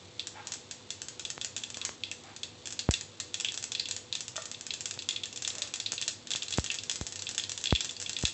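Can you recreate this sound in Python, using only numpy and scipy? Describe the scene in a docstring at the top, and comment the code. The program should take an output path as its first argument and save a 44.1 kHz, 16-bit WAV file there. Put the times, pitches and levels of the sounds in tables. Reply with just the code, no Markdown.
"""Seeds bursting in hot oil

Mustard and cumin seeds burst in a deep pan, more and more often, over a low gas flame in a small kitchen.
Each husk snaps and sets a short ping ringing; the pan scatters the sound and the room adds a tail.
Oil spits strike the microphone close above. The cook slides something aside and drops in dried chillies;
the simmer then grows."""
import sys
import numpy as np
from scipy import signal
from scipy.fft import rfft, irfft
from scipy.io import wavfile

SR = 44100
rng = np.random.default_rng(int(sys.argv[2]) if len(sys.argv) > 2 else 0)


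def wav_out(sig):
    """Save sig, one row per channel (or a flat mono array), as 16-bit PCM at SR to the path in sys.argv[1]."""
    wavfile.write(sys.argv[1], SR, np.round(np.clip(np.atleast_2d(sig).T, -1, 1) * 32767).astype(np.int16))


N = 367353
TIME = np.arange(N) / SR

# louder seed bursts, relative levels: start_s, snap_db, ping_db, pitch_hz
BURSTS = [(0.1952, -22.5, -4.5, 3800), (0.2715, -14, -18, 4200), (0.4712, -14.5, -21, 3940),
          (0.521, -12, -24, 4200), (0.7118, -15, -17, 3830), (0.9052, -13.5, -10.5, 4050),
          (1.0187, -14, -22.5, 4390), (1.085, -16, -25, 4150), (1.1958, -15, -15, 3740),
          (1.2515, -15.5, -8.5, 3630), (1.3029, -11.5, -22, 4370), (1.4138, -15.5, -8.5, 3460),
          (1.447, -10, -19, 3730), (1.565, -11.5, -10.5, 3660), (1.5785, -17.5, -18, 3260),
          (1.6366, -15.5, -9, 3480), (1.7444, -20, -13.5, 3440), (1.7712, -15.5, -22, 4420),
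          (1.815, -19.5, -8, 3490), (1.851, -7, -21, 4650), (2.0359, -23, -4, 3610),
          (2.1147, -14.5, -10, 2700), (2.364, -20.5, -20.5, 4480), (2.4326, -17, -7, 3820),
          (2.657, -18, -16, 3380), (2.673, -15, -25, 3650), (2.792, -12, -4, 4260),
          (2.9103, -6.5, -18, 4690), (2.9389, -9.5, 0, 3700), (3.011, -14, -24, 4080),
          (3.201, -12, -10, 4230), (3.3428, -11, -5.5, 3640), (3.4, -13.5, -11, 3450),
          (3.4086, -12.5, -23, 3940), (3.4469, -12.5, 1, 3130), (3.486, -20.5, -4.5, 3420),
          (3.5761, -12, -15, 3960), (3.6272, -16, -22, 4410), (3.7196, -11.5, -9.5, 3640),
          (3.7502, -17.5, -3.5, 3880), (3.7967, -17, -0.5, 4300), (3.8565, -22, -9, 3590),
          (3.8874, -14, -23, 4000), (3.9112, -10.5, -7.5, 4050), (3.9652, -13, -21, 4510),
          (4.1267, -16, -2.5, 3960), (4.153, -12.5, -6, 4070), (4.2073, -13, -25, 4300),
          (4.2815, -15, -20.5, 3810), (4.3588, -22, -17.5, 3200), (4.3651, -11.5, -12.5, 3650),
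          (4.4562, -16.5, -19, 4300), (4.5152, -14.5, -22, 4190), (4.5447, -31, -14, 3720),
          (4.6669, -14.5, -23, 3940), (4.7065, -23.5, -3.5, 3730), (4.7381, -13, -12, 3770),
          (4.808, -13.5, -22, 4110), (4.8576, -9.5, -15, 3480), (4.9107, -12, -14, 3880),
          (4.9908, -21, -8.5, 4140), (5.0225, -21, -15.5, 3520), (5.0891, -8, -3.5, 3700),
          (5.1088, -21, -6.5, 3680), (5.1619, -23, -5, 3450), (5.235, -18, -6, 3570),
          (5.2571, -16.5, -25, 4430), (5.361, -17.5, -18, 3650), (5.3748, -18, -17.5, 3600),
          (5.4489, -16.5, -6, 3610), (5.4768, -6.5, -18, 3730), (5.5026, -19.5, -9, 3830),
          (5.5837, -14.5, -21, 4240), (5.6201, -10, -3.5, 3820), (5.7393, -10, -10, 3750),
          (5.8011, -11.5, -7.5, 4300), (5.8617, -21.5, -1.5, 3980), (5.9205, -7.5, -20, 4070),
          (5.9797, -25, -6, 3730), (6.0147, -11, -21, 4470), (6.024, -16, -4.5, 3600),
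          (6.0797, -5.5, -5.5, 4100), (6.272, -20.5, -17, 3800), (6.306, -13, -10, 3640),
          (6.316, -10.5, -6.5, 3900), (6.3358, -15, -4.5, 3480), (6.3597, -10.5, -7, 3800),
          (6.4221, -19, -5.5, 3550), (6.483, -18.5, -11.5, 4020), (6.5075, -15, -31, 4070),
          (6.525, -12.5, -9.5, 3510), (6.5386, -16.5, -5.5, 4040), (6.6431, -11, -21, 3720),
          (6.6624, -15, -10, 3760), (6.702, -21, -1, 2920), (6.7157, -11.5, -12, 3060),
          (6.787, -20, -8, 4030), (6.8969, -8.5, -5.5, 3520), (6.9578, -13, -19, 4230),
          (7.0123, -16.5, -20, 4100), (7.0673, -12.5, -19, 3960), (7.1584, -15.5, -18, 3940),
          (7.193, -18.5, -14.5, 4270), (7.222, -13.5, -16, 3860), (7.2689, -26, -7, 3510),
          (7.2912, -12, -16, 4050), (7.38, -6.5, -5.5, 3560), (7.3973, -20, -6.5, 3520),
          (7.4379, -19, -7.5, 3980), (7.4952, -12, -17, 3860), (7.5186, -11.5, -18, 4230),
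          (7.5771, -14.5, -14, 3640), (7.6402, -10.5, -8, 3830), (7.657, -16, -3, 3530),
          (7.6713, -30, -3.5, 3590), (7.7069, -20, -3, 3640), (7.7512, -16.5, -1.5, 3380),
          (7.759, -18.5, -1.5, 3360), (7.8069, -9, -4, 3800), (7.8932, -21, -10, 3540),
          (7.9664, -25, -15, 4380), (8.0618, -23, -9.5, 3280), (8.0951, -10.5, -12.5, 3790),
          (8.166, -23, -4, 3550), (8.253, -6, 2.5, 3760)]
# spectrum of a splitting husk: freq_hz, gain_db
HUSK_SPECTRUM = [(150, -27.5), (600, -12), (1100, -14.5), (1600, -7.5), (2100, -9), (2600, -5), (3500, -3),
                 (4600, 0), (5800, 1.5), (7000, 5.5), (7700, 3.5), (8500, -5)]
# response of the pan's hollow: freq_hz, gain_db
PAN_HOLLOW = [(2300, -2), (2700, 2.5), (3050, -6), (3380, 3.5), (3700, 1), (4100, 0.5), (4800, 4),
              (5800, -0.5)]


def seed_bursts(snap_gain_db=8.5, ping_t60_s=0.0036, room_ping_t60_s=0.002, room_ping_db=-1.5):
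    """Each husk splits with a bright snap and a short ping, its pitch set by the seed."""
    snaps, pings = np.zeros(N), np.zeros(N)
    click = TIME[:SR // 100] == 0
    for start_s, snap_db, ping_db, pitch_hz in [*BURSTS, *neighbour_bursts()]:
        # seeds under the heap send less direct sound and more echoes
        echo_db = -1.8 + rng.uniform(-2, 2)
        snap = in_room(pan_scatter(echo_db, t60_s=0.039))
        add(snaps, start_s, from_db(snap_db + snap_gain_db) * snap)
        ping = unit_energy(ring(pan_scatter(echo_db + 4.5, t60_s=0.018), pitch_hz, ping_t60_s))
        add(pings, start_s, from_db(ping_db) * ping)
        # the room gets a blunter, less pitched ping
        blunt_ping = unit_energy(ring(click, pitch_hz, room_ping_t60_s))
        room_ping = signal.fftconvolve(blunt_ping, kitchen_response())
        add(pings, start_s, from_db(ping_db + room_ping_db) * room_ping)
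    pings = butter(colour(pings, PAN_HOLLOW), 2330, "high", order=4)
    return colour(snaps, HUSK_SPECTRUM) + butter(pings, 5600, "low")


def neighbour_bursts(tries=3, first_chance=0.025, doubling_s=1.5, wait_s=(0.009, 0.075), gap_s=0.026):
    """A burst may set off weaker ones, more likely as the oil heats; rows as in BURSTS."""
    loud_s = np.array(BURSTS)[:, 0]
    next_loud_s = np.repeat(np.append(loud_s[1:], TIME[-1]), tries)
    luck, delay = rng.random((len(next_loud_s), 2)).T
    start_s = np.repeat(loud_s, tries) + np.interp(delay, [0, 1], wait_s)
    snap_db, ping_db, pitch_hz = rng.normal([-16.5, -23.5, 3700], [3, 3, 320], (len(start_s), 3)).T
    set_off = luck < first_chance * 2 ** (start_s / doubling_s)
    in_pause = start_s < next_loud_s - gap_s
    return np.transpose([start_s, snap_db, ping_db, pitch_hz])[set_off & in_pause]


def pan_scatter(echo_db, t60_s, echoes_per_s=3500):
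    """Direct sound, then quick echoes off the pan wall; energy 1."""
    t = TIME[:SR // 40]
    echoes = rng.standard_normal(len(t)) * (rng.random(len(t)) < echoes_per_s / SR)
    echoes *= dying(t, t60_s) * (t > 0.0004)
    return unit_energy((t == 0) + from_db(echo_db) * unit_energy(echoes))


# pan modes: freq_hz, gain_db, t60_s
PAN_MODES = [(1875, -39.5, 0.047), (2091, -48.5, 0.18), (2650, -50, .04), (2758, -46.5, 0.088),
             (2970, -53, 0.04), (3130, -54, 0.2), (3383, -53, 0.09), (3536, -49.5, 0.047),
             (3640, -49.5, 0.04), (4260, -69, 0.14), (4380, -73.5, .1), (5700, -64, 0.091),
             (6100, -58, 0.16), (6220, -57.5, 0.1), (6450, -70, 0.045)]


def in_pan(sound):
    """A sound plus the faint ringing it leaves in the pan."""
    return sound + sum(from_db(db) * ring(sound, hz, t60_s) for hz, db, t60_s in PAN_MODES)


# spectrum of tiny steam bubbles: freq_hz, gain_db
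FIZZ_SPECTRUM = [(1000, -11), (2200, -20), (2800, -18), (3500, 4.5), (4300, 2.5), (5200, -5), (7200, -1.5),
                 (8500, -8)]


def simmer(rise_from_s=5.9, bubbles_per_s=3000, fizz_db=-56, rise_db_per_s=1.9, tick_db=-21.5):
    """Tiny steam bubbles fizz and larger ones tick; both build up as the chillies fry."""
    frying_s = np.maximum(TIME - rise_from_s, 0)
    ticks_per_s = 3 + 16 * frying_s
    ticks = (rng.random(N) < ticks_per_s / SR) * from_db(tick_db) * rng.random(N)
    ticks = signal.fftconvolve(ticks, in_room(pan_scatter(echo_db=3.0, t60_s=0.021)))[:N]
    bubbles = (rng.random(N) < bubbles_per_s / SR) * rng.standard_normal(N)
    fizz = rms_one(colour(bubbles, FIZZ_SPECTRUM))
    return colour(ticks, HUSK_SPECTRUM) + from_db(fizz_db + rise_db_per_s * frying_s) * fizz


# oil drops on the microphone: start_s, signed_height, leak_s, lowpass_hz
OIL_DROPS = [(1.3793, -0.16, 0.000085, 5000), (1.7719, -0.059, 0.00018, 5000),
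             (1.8926, -0.19, 0.00007, 5000), (2.8898, 0.43, .05, 1100), (4.9760, 0.055, 0.00012, 4000),
             (5.9329, -0.089, .00013, 5000), (6.3512, -0.12, 0.00011, 5000), (6.5850, -.33, .0018, 5000),
             (7.0127, .09, .05, 2500), (7.7259, -0.41, .05, 4000), (8.2372, 0.18, .05, 600)]


def oil_spits(bass_cut_hz=61):
    """A drop on the port is a leaking pressure step; the microphone's bass cut makes it swing."""
    pressure, t = np.zeros(N), TIME[:SR // 2]
    for start_s, height, leak_s, lowpass_hz in OIL_DROPS:
        step = height * np.exp(-t / leak_s)
        add(pressure, start_s, butter(step, lowpass_hz, "low", order=1))
    return butter(pressure, bass_cut_hz, "high", order=5)


# slides over the counter: start_s, length_s, level_db, resonance_hz
COUNTER_SLIDES = [(0.331, 0.11, -52, 873), (0.368, 0.2, -59.5, 900), (1.727, 0.24, -61, 1084),
                  (2.21, 0.16, -58.5, 780), (5.471, 0.24, -58, 585), (5.509, 0.29, -62.5, 317)]


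def slides(grit_db=1.5, width_hz=100):
    """Soft friction: a band of grit plus noise through one resonance."""
    out = np.zeros(N)
    for start_s, length_s, level_db, resonance_hz in COUNTER_SLIDES:
        size = int(length_s * SR)
        grit = rms_one(butter(rng.standard_normal(size), [700, 2600], "band"))
        friction = narrow_noise(resonance_hz, width_hz, size) + from_db(grit_db) * grit
        add(out, start_s, from_db(level_db) * np.sqrt(np.hanning(size)) * friction)
    return butter(out, 200, "high")


# light blows as the chillies go in: start_s, level_db
BLOWS = [(4.3585, -45.5), (4.3795, -35), (4.470, -52)]
# modes of the knocked body: freq_hz, gain_db, t60_s
BODY_MODES = [(645, 4.5, 0.05), (900, 1, .015), (1210, -7, 0.13), (1335, 4.5, 0.016), (1825, -4.5, 0.05)]


def knocks():
    """Each blow rings a few dull modes."""
    blows = np.zeros(N)
    for start_s, level_db in BLOWS:
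        add(blows, start_s, from_db([level_db]))
    ringing = sum(from_db(db) * ring(blows, hz, t60_s) for hz, db, t60_s in BODY_MODES)
    return butter(ringing, 680, "high", order=3)


# spectrum of the flame and kitchen air: freq_hz, gain_db
FLAME_SPECTRUM = [(25, -34), (50, -24), (75, -9), (100, 6), (150, -2), (240, -5), (350, -0.5), (480, -8),
                  (620, -8.5), (1000, -10.5), (1700, -15), (3000, -11), (8000, -23)]


def gas_flame(level_db=-54):
    """The flame's soft, steady rush."""
    return from_db(level_db) * rms_one(colour(rng.standard_normal(N), FLAME_SPECTRUM))


# hum tones: pitch_hz, level_db, waver_width_hz, steady_gain
HUM_TONES = [(96, -64.5, 12, .3), (240.2, -66.5, 9.2, 0.9), (493.6, -64, 39, 0.69)]


def hum(waver_gain=0.43):
    """Low tones that waver a little: each is a sine plus narrow noise."""
    out = np.zeros(N)
    for pitch_hz, level_db, width_hz, steady_gain in HUM_TONES:
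        steady = steady_gain * np.sin(2 * np.pi * pitch_hz * TIME)
        waver = waver_gain * narrow_noise(pitch_hz, width_hz, N)
        out += from_db(level_db) * rms_one(steady + waver)
    return butter(out, 60, "high")


def kitchen_response(tail_db=-5, t60_s=0.29, wall_s=0.011, wall_db=-16.5):
    """One distinct echo and a diffuse tail, different for every spot."""
    t = TIME[:SR // 3]
    tail = rng.standard_normal(len(t)) * dying(t, t60_s) * (t > 0.004)
    response = from_db(tail_db) * unit_energy(tail)
    add(response, rng.normal(wall_s, 0.00033), from_db([wall_db]))
    return response


def in_room(sound):
    """A sound plus its reverberation."""
    out = signal.fftconvolve(sound, kitchen_response())
    add(out, 0, sound)
    return out


def from_db(db):
    """Decibels to gain."""
    return 10 ** (np.asarray(db) / 20)


def rms_one(x):
    """Scale to rms 1."""
    return x / np.sqrt(np.mean(x ** 2) + 1e-20)


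def unit_energy(x):
    """Scale to energy 1."""
    return x / np.sqrt(np.sum(x ** 2) + 1e-20)


def butter(x, hz, kind, order=2):
    """Causal Butterworth filter."""
    return signal.sosfilt(signal.butter(order, hz, kind, fs=SR, output="sos"), x + 1e-18)


def colour(x, spectrum, size=4096):
    """Minimum-phase filter through (freq_hz, gain_db) points."""
    hz, db = np.transpose(spectrum)
    grid_hz = np.maximum(np.arange(size // 2 + 1) * SR / size, 1)
    gain = from_db(np.interp(np.log(grid_hz), np.log(hz), db))
    cepstrum = irfft(np.log(gain))
    cepstrum[1:size // 2] *= 2
    cepstrum[size // 2 + 1:] = 0
    response = irfft(np.exp(rfft(cepstrum)))
    return signal.fftconvolve(x, response)[:len(x)]


def dying(t, t60_s):
    """Envelope that loses 60 dB in t60_s."""
    return np.exp(-np.log(1000) * t / t60_s)


def ring(x, hz, t60_s):
    """Resonator: a unit click starts a decaying sine of height 1."""
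    radius, angle = dying(1 / SR, t60_s), 2 * np.pi * hz / SR
    return signal.lfilter([0, np.sin(angle)], [1, -2 * radius * np.cos(angle), radius ** 2], x + 1e-18)


def narrow_noise(hz, width_hz, size):
    """Noise through one resonance, rms 1."""
    t60_s = np.log(1000) / (np.pi * width_hz)
    return rms_one(ring(rng.standard_normal(size), hz, t60_s))


def add(track, start_s, sound):
    """Mix a sound into a track at start_s."""
    at = int(np.clip(round(start_s * SR), 0, N - 1))
    track[at:at + len(sound)] += sound[:N - at]


def scene():
    """One microphone above the pan feeds both channels."""
    frying = in_pan(seed_bursts() + simmer())
    handling = in_room(slides() + knocks())[:N]
    mono = frying + oil_spits() + handling + hum() + gas_flame()
    return np.array([mono, mono])


def record(dry, cutoff_hz=8100):
    """Steep linear-phase low-pass; the snaps stay sharp."""
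    low_pass = signal.firwin(101, cutoff_hz, window=("kaiser", 3.0), fs=SR)
    return signal.fftconvolve(dry, low_pass[None], mode="same", axes=1)


dry = scene()
out = record(dry)
wav_out(out)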